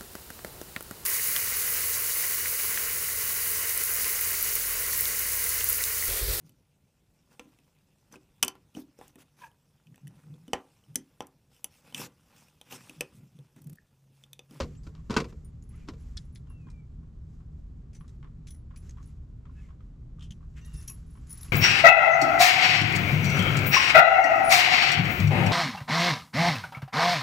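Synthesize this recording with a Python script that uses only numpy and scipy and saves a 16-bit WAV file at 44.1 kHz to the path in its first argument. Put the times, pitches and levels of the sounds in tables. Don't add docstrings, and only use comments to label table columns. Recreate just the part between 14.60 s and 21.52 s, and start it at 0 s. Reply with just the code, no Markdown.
import sys
import numpy as np
from scipy import signal
from scipy.fft import rfft, irfft, next_fast_len
from scipy.io import wavfile
from scipy.ndimage import map_coordinates

SR = 44100
rng = np.random.default_rng(int(sys.argv[2]) if len(sys.argv) > 2 else 0)


def output_pcm(signal):
    pcm = np.clip(np.atleast_2d(signal).T, -1, 1) * 32767
    wavfile.write(sys.argv[1], SR, np.round(pcm).astype(np.int16))


N = 305172
T = np.arange(SR // 2) / SR
CLOCK = np.arange(N) / SR
OPPOSED = np.array([[1], [-1]])
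TOP_HZ = 15200


def amp(db):
    return 10 ** (np.asarray(db) / 20)


def unit(x):
    return x / np.sqrt(np.mean(x ** 2) + 1e-20)


def curves(rows):
    s, *cols = np.transpose(rows)
    return [np.interp(CLOCK, s, c) for c in cols]


def random_curve(rate, times):
    knots = rng.standard_normal(int(len(times) * rate / SR) + 4)
    return map_coordinates(knots, [times * rate])


def wobble(rate):
    return random_curve(rate, CLOCK)


def shimmer(rate):
    return random_curve(rate, T)


def noise(spectrum, size):
    m = next_fast_len(size + 8192)
    hz, db = np.transpose(spectrum)
    log_hz = np.log(np.fft.rfftfreq(m, 1 / SR) + 1)
    gain = amp(np.interp(log_hz, np.log(hz), db))
    return unit(irfft(rfft(rng.standard_normal(m)) * gain, m)[:size])


def wide(spectrum, side_db, size):
    return noise(spectrum, size) + amp(side_db) * noise(spectrum, size) * OPPOSED


def fade(t60, attack):
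    return amp(-60 * T / max(t60, .003)) * (1 - np.exp(-T / attack))


def swell(s, spread):
    return np.exp(-2 * ((CLOCK - s) / spread) ** 2)


def ring(modes, scatter_db, detune):
    hz, db, t60 = np.transpose(modes)[:, :, None]
    strength, shift = rng.standard_normal((2, len(modes), 1))
    level = amp(db + scatter_db * strength - 60 * T / t60)
    return np.sum(level * np.sin(2 * np.pi * hz * (1 + detune * shift) * T), axis=0)


def repeat(sound, delays, gains):
    copies = (gain * np.interp(T - delay, T, sound, left=0) for delay, gain in zip(delays, gains))
    return sound + sum(copies)


def uneven(start, length, count):
    return start + length * (np.arange(count) + rng.random(count)) / count


def add(track, s, sound):
    start = max(round(s * SR), 0)
    track[:, start:start + len(T)] += sound[..., :N - start]


def pan(left_db):
    return amp([[left_db / 2], [-left_db / 2]])


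def aside(x, lag):
    return np.array([np.interp(CLOCK - lag, CLOCK, x), x])


def near(x, hz):
    highpass = signal.butter(4, hz, "high", fs=SR, output="sos")
    side = signal.sosfiltfilt(highpass, (x[0] - x[1]) / 2)
    return x.mean(axis=0) + side * OPPOSED


def far(x):
    bank_db, bank_t60_s = -6, 0.28
    tail = rng.standard_normal(len(T)) * fade(bank_t60_s, attack=.005)
    return x + amp(bank_db) * signal.fftconvolve(x, tail / np.linalg.norm(tail))[:N]


def glide(rows, partials_db, jitter, flutter_db):
    hz, db = curves(rows)
    phase = 2 * np.pi * np.cumsum(hz * (1 + jitter * wobble(150))) / SR
    sounding = (CLOCK > rows[0][0]) & (CLOCK < rows[-1][0])
    partials = (amp(level + flutter_db * wobble(35)) * np.sin(k * phase)
                for k, level in enumerate(partials_db, 1))
    return sounding * amp(db) * sum(partials)


def river():
    # frequency in Hz, relative density in dB per Hz.
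    air_colour = [(240, -21.5), (400, -2), (602, -9), (921, -14), (1140, -13.5), (1910, -22.5), (4740, -30),
                  (9520, -40.5), (12100, -52.5), (15000, -54.5)]
    # time in seconds, pitch in Hz, level in dB.
    whistle = [(1.87, 2860, -90), (1.915, 2750, -66), (1.98, 2665, -75), (2.05, 2437, -72.5),
               (2.14, 2370, -71.5), (2.195, 2330, -67.5), (2.235, 2180, -86)]
    # time in seconds, fundamental in Hz, level in dB before the partials' own.
    nasal = [(5.99, 925, -91), (6.03, 930, -68), (6.068, 946, -69), (6.1, 924, -67.5), (6.196, 899, -69),
             (6.25, 860, -75)]
    birds = glide(whistle, [0], jitter=0.009, flutter_db=1.5)
    birds = birds + glide(nasal, [-37, -2.5, 0.0, -2.5], jitter=0.012, flutter_db=3.5)
    return amp(-72.5) * wide(air_colour, side_db=-4.0, size=N) + aside(far(birds), lag=.00008)


def wavering_tone():
    mean_hz, mean_db = 250, -66
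    level = amp(mean_db + 3.1 * wobble(25))
    tone = level * np.sin(2 * np.pi * np.cumsum(mean_hz * (1 + .11 * wobble(14))) / SR)
    return tone * OPPOSED


def low_rumble():
    # frequency in Hz, relative density in dB per Hz.
    rumble_colour = [(11, -40), (18, -5.5), (65, 2.5), (80, -0.5), (97, -10.5), (114, -1.5), (134, -7.5),
                     (160, -6), (170, -11), (183, -14), (238, -15.5), (324, -27), (410, -31.5),
                     (447, -39.5), (600, -56), (780, -75.5), (1320, -120)]
    # frequency in Hz, mean level in dB.
    orders = [(37.7, -52), (77, -53), (118.5, -56), (156.5, -54)]
    # middle in seconds, change of level in dB.
    level_changes = [(0.019, 13), (0.601, 2), (1.58, 3), (2.07, 7), (3.2, 6.5), (3.901, -1), (5.72, 5),
                     (6.148, 7), (6.891, 8)]
    rumble_db, drift_db, change_spread_s = -44.5, 0.5, 0.017
    changes_db = sum(db * swell(s, change_spread_s) for s, db in level_changes)
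    level_db = rumble_db + drift_db * wobble(10) + changes_db
    hum = sum(amp(db + 1.3 * wobble(5.3)) * np.sin(2 * np.pi * hz * CLOCK + 0.72 * wobble(5.5))
              for hz, db in orders)
    return amp(level_db) * wide(rumble_colour, side_db=-26.5, size=N) + hum


def laps():
    # start in seconds, plop level in dB, its base pitch in Hz, splash level in dB.
    slaps = [(.378, -58, 1100, -72), (.395, -60, 1100, -71.5), (1.87, -62, 1090, -67),
             (1.902, -55, 1110, -67), (2.069, -55, 1010, -64), (2.086, -56, 1014, -63),
             (2.431, -65, 1092, -76.5), (2.804, -59.5, 1076, -73), (3.409, -53.5, 1112, -60),
             (3.444, -58, 1156, -71.5), (3.628, -53, 1070, -56.5), (3.644, -51, 1030, -59),
             (3.672, -66, 1050, -68), (4.108, -53, 1065, -63), (4.138, -56, 1100, -72),
             (4.371, -54, 987, -61.5), (4.383, -55.5, 1080, -63), (4.401, -57, 1030, -68.5),
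             (4.854, -58, 1300, -59.5), (4.865, -58.5, 1153, -67), (4.894, -57, 1096, -78),
             (5.087, -59, 1070, -64), (5.105, -55, 1050, -65), (5.206, -60, 1250, -63),
             (5.585, -55, 1170, -69.5), (5.612, -57.5, 1180, -72), (5.807, -60, 1140, -75),
             (5.827, -58, 1080, -78), (6.297, -51, 1110, -69), (6.553, -55, 997, -64),
             (6.573, -56, 1020, -63)]
    # frequency in Hz, relative density in dB per Hz.
    splash_colour = [(500, -20), (1100, 1), (2100, -4.5), (2700, -11), (3200, -6.5), (4000, -18.5),
                     (8000, -25.5), (15000, -73)]
    # frequency in Hz, relative density in dB per Hz.
    wash_colour = [(500, -24), (850, -9), (1050, 0), (1350, -3.5), (1800, -13.5), (4000, -26), (15000, -68)]
    wash_db = -10
    bubble_step = .25
    channel_phase = np.array([[0], [.8]])
    out = np.zeros((2, N))
    for s, db, hz, splash_db in slaps:
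        splash_shape = fade(0.03, attack=0.00025) + amp(-16) * fade(.2, attack=.006)
        splash = wide(splash_colour, side_db=-2, size=len(T)) * splash_shape
        wash = wide(wash_colour, side_db=-2.5, size=len(T)) * fade(0.15, attack=0.0046)
        add(out, s, amp(splash_db) * splash + amp(db + wash_db) * wash)
        for k, (pitch, lag) in enumerate(rng.standard_normal((3, 2))):
            bubble_hz = hz * (1 + bubble_step * k) * np.exp(.03 * pitch)
            phase = 2 * np.pi * bubble_hz * T * (1 + T) + channel_phase
            bubble = amp(db - 10.2 * k) * np.sin(phase) * fade(0.044, attack=0.00048)
            add(out, s + k * 0.0022 * np.exp(0.64 * lag), bubble)
    return out


def jacket():
    # middle in seconds, spread in seconds, level in dB, firmness from 0 to 1.
    strokes = [(.01, 0.19, -63, 0.4), (0.264, 0.053, -66.5, 0.03), (0.506, 0.75, -73.5, 0.32),
               (0.697, 0.028, -60.5, 0.45), (1.183, 0.11, -66.5, 0.67), (1.442, 0.31, -69.5, 0.33),
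               (1.998, 0.51, -81, 0.22), (2.738, 0.14, -79.5, 0.05), (3.521, 0.095, -78.5, 0.2),
               (4.277, 0.1, -66, 0.31), (4.465, 0.11, -68.5, 0.34), (5.02, 0.12, -67.5, 0.63),
               (5.988, 0.033, -57.5, 0.83), (6.18, 0.27, -62.5, 0.32), (6.444, 0.71, -72.5, 0.24),
               (6.87, 0.25, -57.5, 0.34)]
    # frequency in Hz, relative density in dB per Hz.
    light_colour = [(400, -11.5), (1200, 6.5), (2500, -4), (5000, -1), (7500, 1), (9000, -11.5),
                    (12500, -10), (15000, -27)]
    # frequency in Hz, relative density in dB per Hz.
    firm_colour = [(600, -22.5), (1200, -3.5), (2100, 2), (2900, -1.5), (4000, -14), (7000, -11),
                   (14000, -35.5)]
    light, firm = amp(-85), 0
    for s, spread, db, firmness in strokes:
        stroke = amp(db) * swell(s, spread)
        light = np.hypot(light, (1 - firmness) * stroke)
        firm = np.hypot(firm, firmness * stroke)
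    catches = unit(amp(1.2 * wobble(40) + 0.88 * wobble(400)))
    light_rub = light * wide(light_colour, side_db=-11.0, size=N)
    firm_rub = firm * wide(firm_colour, side_db=-10.0, size=N)
    return catches * (light_rub + firm_rub)


def squeaks():
    # start in seconds, length in seconds, first pitch in Hz, last pitch in Hz, level in dB.
    chirps = [(1.106, 0.069, 930, 1510, -69), (1.122, 0.051, 1970, 2100, -70),
              (1.19, 0.066, 2480, 2330, -71), (4.949, 0.084, 1670, 1750, -67.5),
              (4.965, 0.051, 2600, 2580, -66), (5.027, 0.04, 2140, 2050, -66.5)]
    out = np.zeros((2, N))
    for s, length, first_hz, last_hz, db in chirps:
        progress = np.clip(T / length, 0, 1)
        hz = first_hz + (last_hz - first_hz) * progress
        phase = 2 * np.pi * np.cumsum(hz) / SR + .6 * shimmer(350)
        add(out, s, amp(db + 2.5 * shimmer(86)) * np.sin(np.pi * progress) * np.sin(phase))
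    return out


def line():
    # time in seconds, pitch in Hz, level in dB.
    squeak = [(.164, 6500, -78), (.172, 7200, -63.5), (.186, 7700, -63), (.2, 7750, -80), (.23, 7800, -82)]
    return glide(squeak, [0], jitter=0.0096, flutter_db=4)


def beads():
    # start in seconds, length in seconds, typical level of a tick in dB.
    rattles = [(6.13, .11, -74), (6.691, .22, -62)]
    bead_hz, bead_t60_s = 5430, 0.016
    out = np.zeros((2, N))
    for start, length, db in rattles:
        for s, (pitch, strength) in zip(uneven(start, length, count=48), rng.standard_normal((48, 2))):
            tone = np.sin(2 * np.pi * bead_hz * np.exp(.17 * pitch) * T)
            tick = tone * fade(bead_t60_s, attack=.0002)
            add(out, s, amp(db + 2 * strength) * tick * pan(1.9))
    return out


def pings(taps, modes):
    out = np.zeros((2, N))
    for s, db in taps:
        onset = 1 - np.exp(-T / .0004)
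        add(out, s, amp(db) * ring(modes, scatter_db=1, detune=.001) * onset * pan(2))
    return out


def hook():
    # start in seconds, level in dB.
    hook_taps = [(3.348, -58.5), (3.875, -62), (3.906, -61.5), (4.161, -73), (5.707, -65.5), (6.013, -62)]
    # frequency in Hz, relative level in dB, 60 dB decay in seconds.
    hook_modes = [(2164, -7, .08), (5986, 0, .16), (7052, -13, .1), (14700, -23, .15)]
    return pings(hook_taps, hook_modes)


def rim():
    # start in seconds, level in dB.
    rim_taps = [(6.049, -60.5), (6.28, -40.5), (6.297, -44.5)]
    # frequency in Hz, relative level in dB, 60 dB decay in seconds.
    rim_modes = [(2690, -22, 0.13), (3200, -15.5, 0.16), (5770, -5.5, 0.074), (5794, -1.5, 0.1),
                 (6720, -6, 0.1)]
    return pings(rim_taps, rim_modes)


def jingle(start, length, db, count):
    damping_t60_s = 1
    times = uneven(start, length, count)
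    scatter = rng.standard_normal((count, 3))
    return [(s, db + 2.0 * a, 10100 * (1 + 0.0143 * b), db - 15 + 3 * c, damping_t60_s)
            for s, (a, b, c) in zip(times, scatter)]


def clinks():
    # start in seconds, small blade level in dB, its pitch in Hz, large blade level in dB,
    # 60 dB decay of the damping by contact in seconds.
    touches = [(.846, -53.5, 9530, -87, 0.19), (1.03, -67, 10100, -91, 0.27),
               (1.089, -60, 10120, -76.5, 0.18), (1.571, -70, 9800, -90, 0.83),
               (1.649, -70, 9970, -92, 0.25), (1.748, -54.5, 10020, -95, 0.19),
               (3.338, -70, 10300, -85, 1.1), (3.399, -68, 10270, -78, .8), (3.875, -60, 10260, -88, 1),
               (3.905, -52, 10280, -86, 1.8), (3.945, -60, 10320, -92, 0.47), (4.159, -66.5, 10270, -89, 1),
               (4.171, -56.5, 10270, -85, 1.6), (4.456, -61, 9900, -97, 0.42), (4.927, -85, 9980, -97, .6),
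               (5.707, -71, 10000, -72, 1.05), (6.051, -63, 10100, -61, 1.2), (6.17, -54, 9700, -73.5, .3),
               (6.224, -56, 10200, -59, 0.89), (6.276, -47, 9900, -39.5, 0.45),
               (6.281, -45, 10280, -50, .09), (6.297, -54, 10070, -38, 0.2), (6.318, -52, 10150, -49, 2.7),
               (6.67, -61, 10050, -68, 0.23), (6.694, -45, 10250, -66, 0.22),
               (6.706, -39, 10300, -70, 0.13), (6.725, -37, 10260, -66, 0.2),
               (6.774, -40.5, 10250, -72, 0.098), (6.811, -50, 10000, -48, 0.29),
               (6.83, -65, 10070, -41, 0.24), (6.844, -66, 10070, -48, .3)]
    # start in seconds, length in seconds, small blade level in dB.
    jingles = [(1.145, .9, -69), (6.128, .08, -56), (6.458, .12, -68), (6.84, .08, -61)]
    # free frequency in Hz, relative level in dB,
    # 60 dB decay in seconds.
    small_modes = [(5545, -18, .12), (9720, -14, .08), (10070, -9, .16), (10270, 1.5, .19),
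                   (13720, -15, .17), (14230, -23, .1), (14700, -22, .12)]
    # frequency in Hz, relative level in dB, 60 dB decay in seconds.
    large_modes = [(5545, -22, .17), (5803, -22, .08), (9851, -13, .1), (11135, 0, .15), (11177, -7, .17),
                   (11440, -19, .1), (12865, -7, .15), (14090, -22, .1)]
    scrape_colour = [(2000, -21.0), (6000, -2.5), (10000, 2), (11300, -1), (12500, -4.5), (15000, -17)]
    tick_at_50_db, tick_grows = -54, 0.82
    out = np.zeros((2, N))
    free_hz = max(small_modes, key=lambda mode: mode[1])[0]
    light = [touch for row in jingles for touch in jingle(*row, count=4)]
    for s, small_db, small_hz, large_db, t60 in list(touches) + light:
        modes = [(hz * small_hz / free_hz, db, mode_t60) for hz, db, mode_t60 in small_modes]
        small = amp(small_db) * ring(modes, scatter_db=0.5, detune=0.0035)
        large = amp(large_db) * ring(large_modes, scatter_db=2, detune=0.0016)
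        flutter = unit(amp(3 * shimmer(160))) * fade(t60, attack=.0015)
        scrape = wide(scrape_colour, side_db=-16.0, size=len(T))
        tick_db = tick_at_50_db + tick_grows * (max(small_db, large_db) + 50)
        tick = amp(tick_db) * fade(0.027, attack=0.003) * scrape
        add(out, s, flutter * (small * pan(4.1) + large * pan(5.4)) + tick * pan(2.1))
    return out


def clicks():
    # start in seconds, overall level in dB, pitch of the struck part in Hz, its ring in dB,
    # 60 dB decay in seconds, ring of the reel's frame in dB, second tick in dB; the last levels are relative.
    snaps = [(.152, -57, 2880, -7, 0.051, -40, -17), (.234, -56, 4840, -7, 0.084, -30, -16),
             (1.0248, -52, 6860, 0.5, 0.014, -40, -11), (1.5704, -34.5, 5504, -8, 0.02, -12, -19),
             (1.574, -37, 3500, -2, 0.024, -1, -18.5), (1.75, -55, 6040, -12, .03, -20, -14),
             (1.757, -49, 2020, -6.5, 0.04, -3.5, -11), (2.101, -53, 8200, -14, 0.045, -21, -10),
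             (3.332, -55.5, 2330, -11, 0.066, -18, -6), (3.351, -49, 5920, -33, 0.074, -19, -11),
             (3.479, -54, 6200, -25, 0.065, -16, -5), (3.87, -45, 3370, -13, 0.068, -11, -6),
             (3.9058, -53, 3340, -10, 0.052, -12, -7), (3.946, -56, 2005, -8, 0.033, -30, -10),
             (4.16, -48, 2520, -11.5, 0.073, -19, -11), (4.294, -45.5, 6420, -3.5, 0.028, -40, -5),
             (4.428, -54, 6460, -10, 0.054, -40, -9), (5.594, -56.5, 3050, -3, 0.052, -28, -14),
             (5.608, -55.5, 3230, 4.5, 0.048, -16, -1), (5.625, -51.5, 3120, -2.5, 0.14, -14, -10),
             (5.707, -49, 3080, 3, 0.036, -14, -23), (5.708, -48, 6320, 0, 0.031, -24, -8),
             (5.72, -51.5, 3090, 4, 0.034, -18, -22), (6.047, -47.5, 5870, -15, 0.04, -29, -18),
             (6.141, -48, 5560, -13, 0.091, -40, -7), (6.174, -65.5, 5560, 7, 0.12, -40, -3),
             (6.213, -51, 6240, -7, 0.068, -30, -3), (6.279, -38, 3190, -28, 0.04, -23, -7),
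             (6.298, -52, 2580, 0.5, 0.077, -40, -18), (6.67, -55, 6650, -5, 0.038, -41, -6),
             (6.705, -44, 6600, -7, 0.019, -25, -10), (6.716, -62, 5450, 3, .07, -30, -7),
             (6.727, -60, 6850, 3, .04, -30, -14), (6.773, -50, 5500, -5, .03, -25, -10),
             (6.809, -49, 5810, 2.5, 0.022, -23, -16), (6.83, -45, 4800, -9, .03, -14, -12),
             (6.883, -55.5, 2620, 2, 0.033, -25, -12)]
    # frequency in Hz, relative density in dB per Hz.
    snap_colour = [(700, -41), (1300, -2), (1800, 1.5), (2400, -1.5), (3300, -2), (4300, -1), (5500, 3.5),
                   (7000, 2.5), (8500, -3), (12000, -15), (15000, -37.5)]
    # frequency in Hz, relative level in dB, 60 dB decay in seconds.
    frame_modes = [(1782, -17, 0.047), (2180, -9, 0.028), (3120, -11, .025), (3410, -3.5, .048),
                   (3720, -4, 0.032), (3880, -1, 0.04), (4120, -0.5, 0.036), (4344, -3, 0.038),
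                   (4580, -6, .035), (4950, -4, .025), (5470, -3, 0.036), (6060, -10, .025),
                   (8600, -17, 0.029), (9040, -21, 0.055)]
    settle_s = 0.0137
    out = np.zeros((2, N))
    for s, db, hz, ring_db, t60, frame_db, settle_db in snaps:
        settle = [settle_s], [amp(settle_db)]
        shape = repeat(fade(t60, attack=0.0002), *settle)
        tail = amp(-17) * fade(0.22, attack=0.015)
        snap = amp(-10.0) * wide(snap_colour, side_db=-10.5, size=len(T)) * (shape + tail)
        phase = 2 * np.pi * hz * T + 1.2 * shimmer(900)
        part = amp(ring_db + 0.5) * np.sin(phase) * shape
        buzz = unit(amp(4 * shimmer(800)))
        frame_ring = ring(frame_modes, scatter_db=4.5, detune=0.0041) * (1 - np.exp(-T / 0.0015))
        frame = amp(frame_db) * buzz * repeat(frame_ring, *settle)
        add(out, s, amp(db) * (snap + part + frame))
    return out * pan(0.97)


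def rebounds(length, count):
    step_s, rebound_db = .0062, -6.5
    early, strength = rng.standard_normal((2, count))
    delays = step_s * (np.arange(count) + 1 + .2 * early)
    return delays, amp(rebound_db + 1.4 * strength) / (1 + (delays / length) ** 8)


def knocks():
    # start in seconds, crack level in dB, thump level in dB, thump pitch in Hz,
    # length of the rattle in seconds, how freely the metal rings in dB.
    blows = [(.001, -23, -26.5, 536, 0.0067, -10), (.006, -21.5, -24, 524, .013, -5),
             (.03, -31.5, -24.5, 80, 0.007, -4.5), (.268, -40.5, -39.5, 298, 0.0115, -1.5),
             (0.349, -48.5, -55.5, 244, 0.024, -1.5), (.498, -30.5, -19.5, 204, .0055, -3.5),
             (.506, -23, -22, 121, .02, -2), (.527, -32.5, -37.5, 430, .006, -2.5),
             (0.54, -26.5, -37.5, 406, 0.014, -0.5), (0.5651, -15, -22.5, 358, .0035, 3),
             (.567, -14, -14.5, 198, 0.0033, 1), (.571, -25.5, -25, 115, .0045, 0.5),
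             (.577, -19.5, -21, 340, 0.016, -0.5), (0.6011, -20.5, -33, 465, 0.004, -2),
             (.617, -36, -30, 493, .004, -5.5), (.643, -32, -40.5, 397, 0.0034, 1),
             (.652, -50, -35.5, 470, .004, -4), (.725, -47, -38, 215, 0.0053, -0.5),
             (1.276, -43.5, -45.5, 314, 0.0094, -6), (1.286, -28, -32.5, 297, 0.0061, -5),
             (1.294, -41.5, -36, 375, 0.0046, -7), (1.336, -50, -44, 455, .005, 2)]
    # frequency in Hz, relative level in dB, 60 dB decay in seconds.
    panel_modes = [(101, -21.5, 0.1), (127, -10.5, 0.075), (150.7, -3, 0.5), (196, -5, 0.082),
                   (238, -0.5, 0.26), (274, -4, 0.11), (345.1, -13, 0.27), (359, -4, 0.15),
                   (438, -0.5, 0.18), (466, -13, 0.22), (497, -10.5, 0.22), (530, -11, 0.13)]
    # frequency in Hz, relative level in dB, 60 dB decay in seconds.
    plate_modes = [(642, -15, .14), (711, -15, .17), (989, 0, .07), (1082, -4, .075), (1170, -9, .07),
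                   (1253, -9, .07), (1351, -7, .07), (1381, 0, .08), (1497, -1, .07), (1590, -9, .04),
                   (1814, -12, .07), (1911, -11, .06), (2207, -12, .08), (2329, -6, .08), (2520, -9, .06),
                   (2600, -8, .05), (2692, -9, .07)]
    # frequency in Hz, relative density in dB per Hz.
    crack_colour = [(250, -1), (480, -5.5), (600, -8.5), (850, -8), (1000, 4.5), (1500, -12.5),
                    (2000, -10.5), (3000, -13.5), (4500, -12), (7000, -20), (9000, -30.5), (13000, -41.5),
                    (15000, -68)]
    # frequency in Hz, relative density in dB per Hz.
    boom_colour = [(90, -25), (150, -2.5), (260, -0.5), (480, -2), (560, -10), (750, -20), (1200, -51.5)]
    plate_db = -19.5
    panel_db = -17
    boom_db, boom_t60_s = -16, .25
    crack_shape = (amp(-9.5) * fade(0.0017, attack=0.00093) + amp(-7.5) * fade(0.052, attack=0.00085)
                   + amp(-33) * fade(0.22, attack=0.0044))
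    out = np.zeros((2, N))
    for s, db, thump_db, thump_hz, rattle_s, ring_db in blows:
        delays, gains = rebounds(rattle_s, count=11)
        chatter = unit(amp(3.0 * shimmer(700)))
        envelope = np.sqrt(repeat(crack_shape ** 2, delays, gains ** 2))
        crack = wide(crack_colour, side_db=-14.5, size=len(T)) * chatter * envelope
        plate_ring = ring(plate_modes, scatter_db=2.5, detune=.002)
        plate = amp(plate_db + ring_db) * repeat(plate_ring, delays, gains)
        panel_ring = ring(panel_modes, scatter_db=3.0, detune=0.022) * (1 - np.exp(-T / 0.0018))
        panels = amp(panel_db + ring_db) * panel_ring
        boom_noise = wide(boom_colour, side_db=-10.5, size=len(T))
        boom = amp(boom_db) * boom_noise * fade(boom_t60_s, attack=.003)
        thump = np.sin(2 * np.pi * thump_hz * T) * fade(.06, attack=0.0013)
        bright = amp(db) * (crack + plate) * pan(1.3)
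        low = amp(thump_db) * ((panels + boom) * pan(1.3) - thump)
        add(out, s, bright + low)
    return out


def scene():
    tackle = knocks() + clicks() + clinks() + beads() + hook() + rim() + line()
    handling = near(tackle + jacket() + squeaks(), hz=520)
    return handling + laps() + low_rumble() + wavering_tone() + river()


def record(dry):
    m = next_fast_len(N + SR // 2)
    kept = np.fft.rfftfreq(m, 1 / SR) < TOP_HZ
    return irfft(rfft(dry, m) * kept, m)[:, :N]


dry = scene()
out = record(dry)
output_pcm(out)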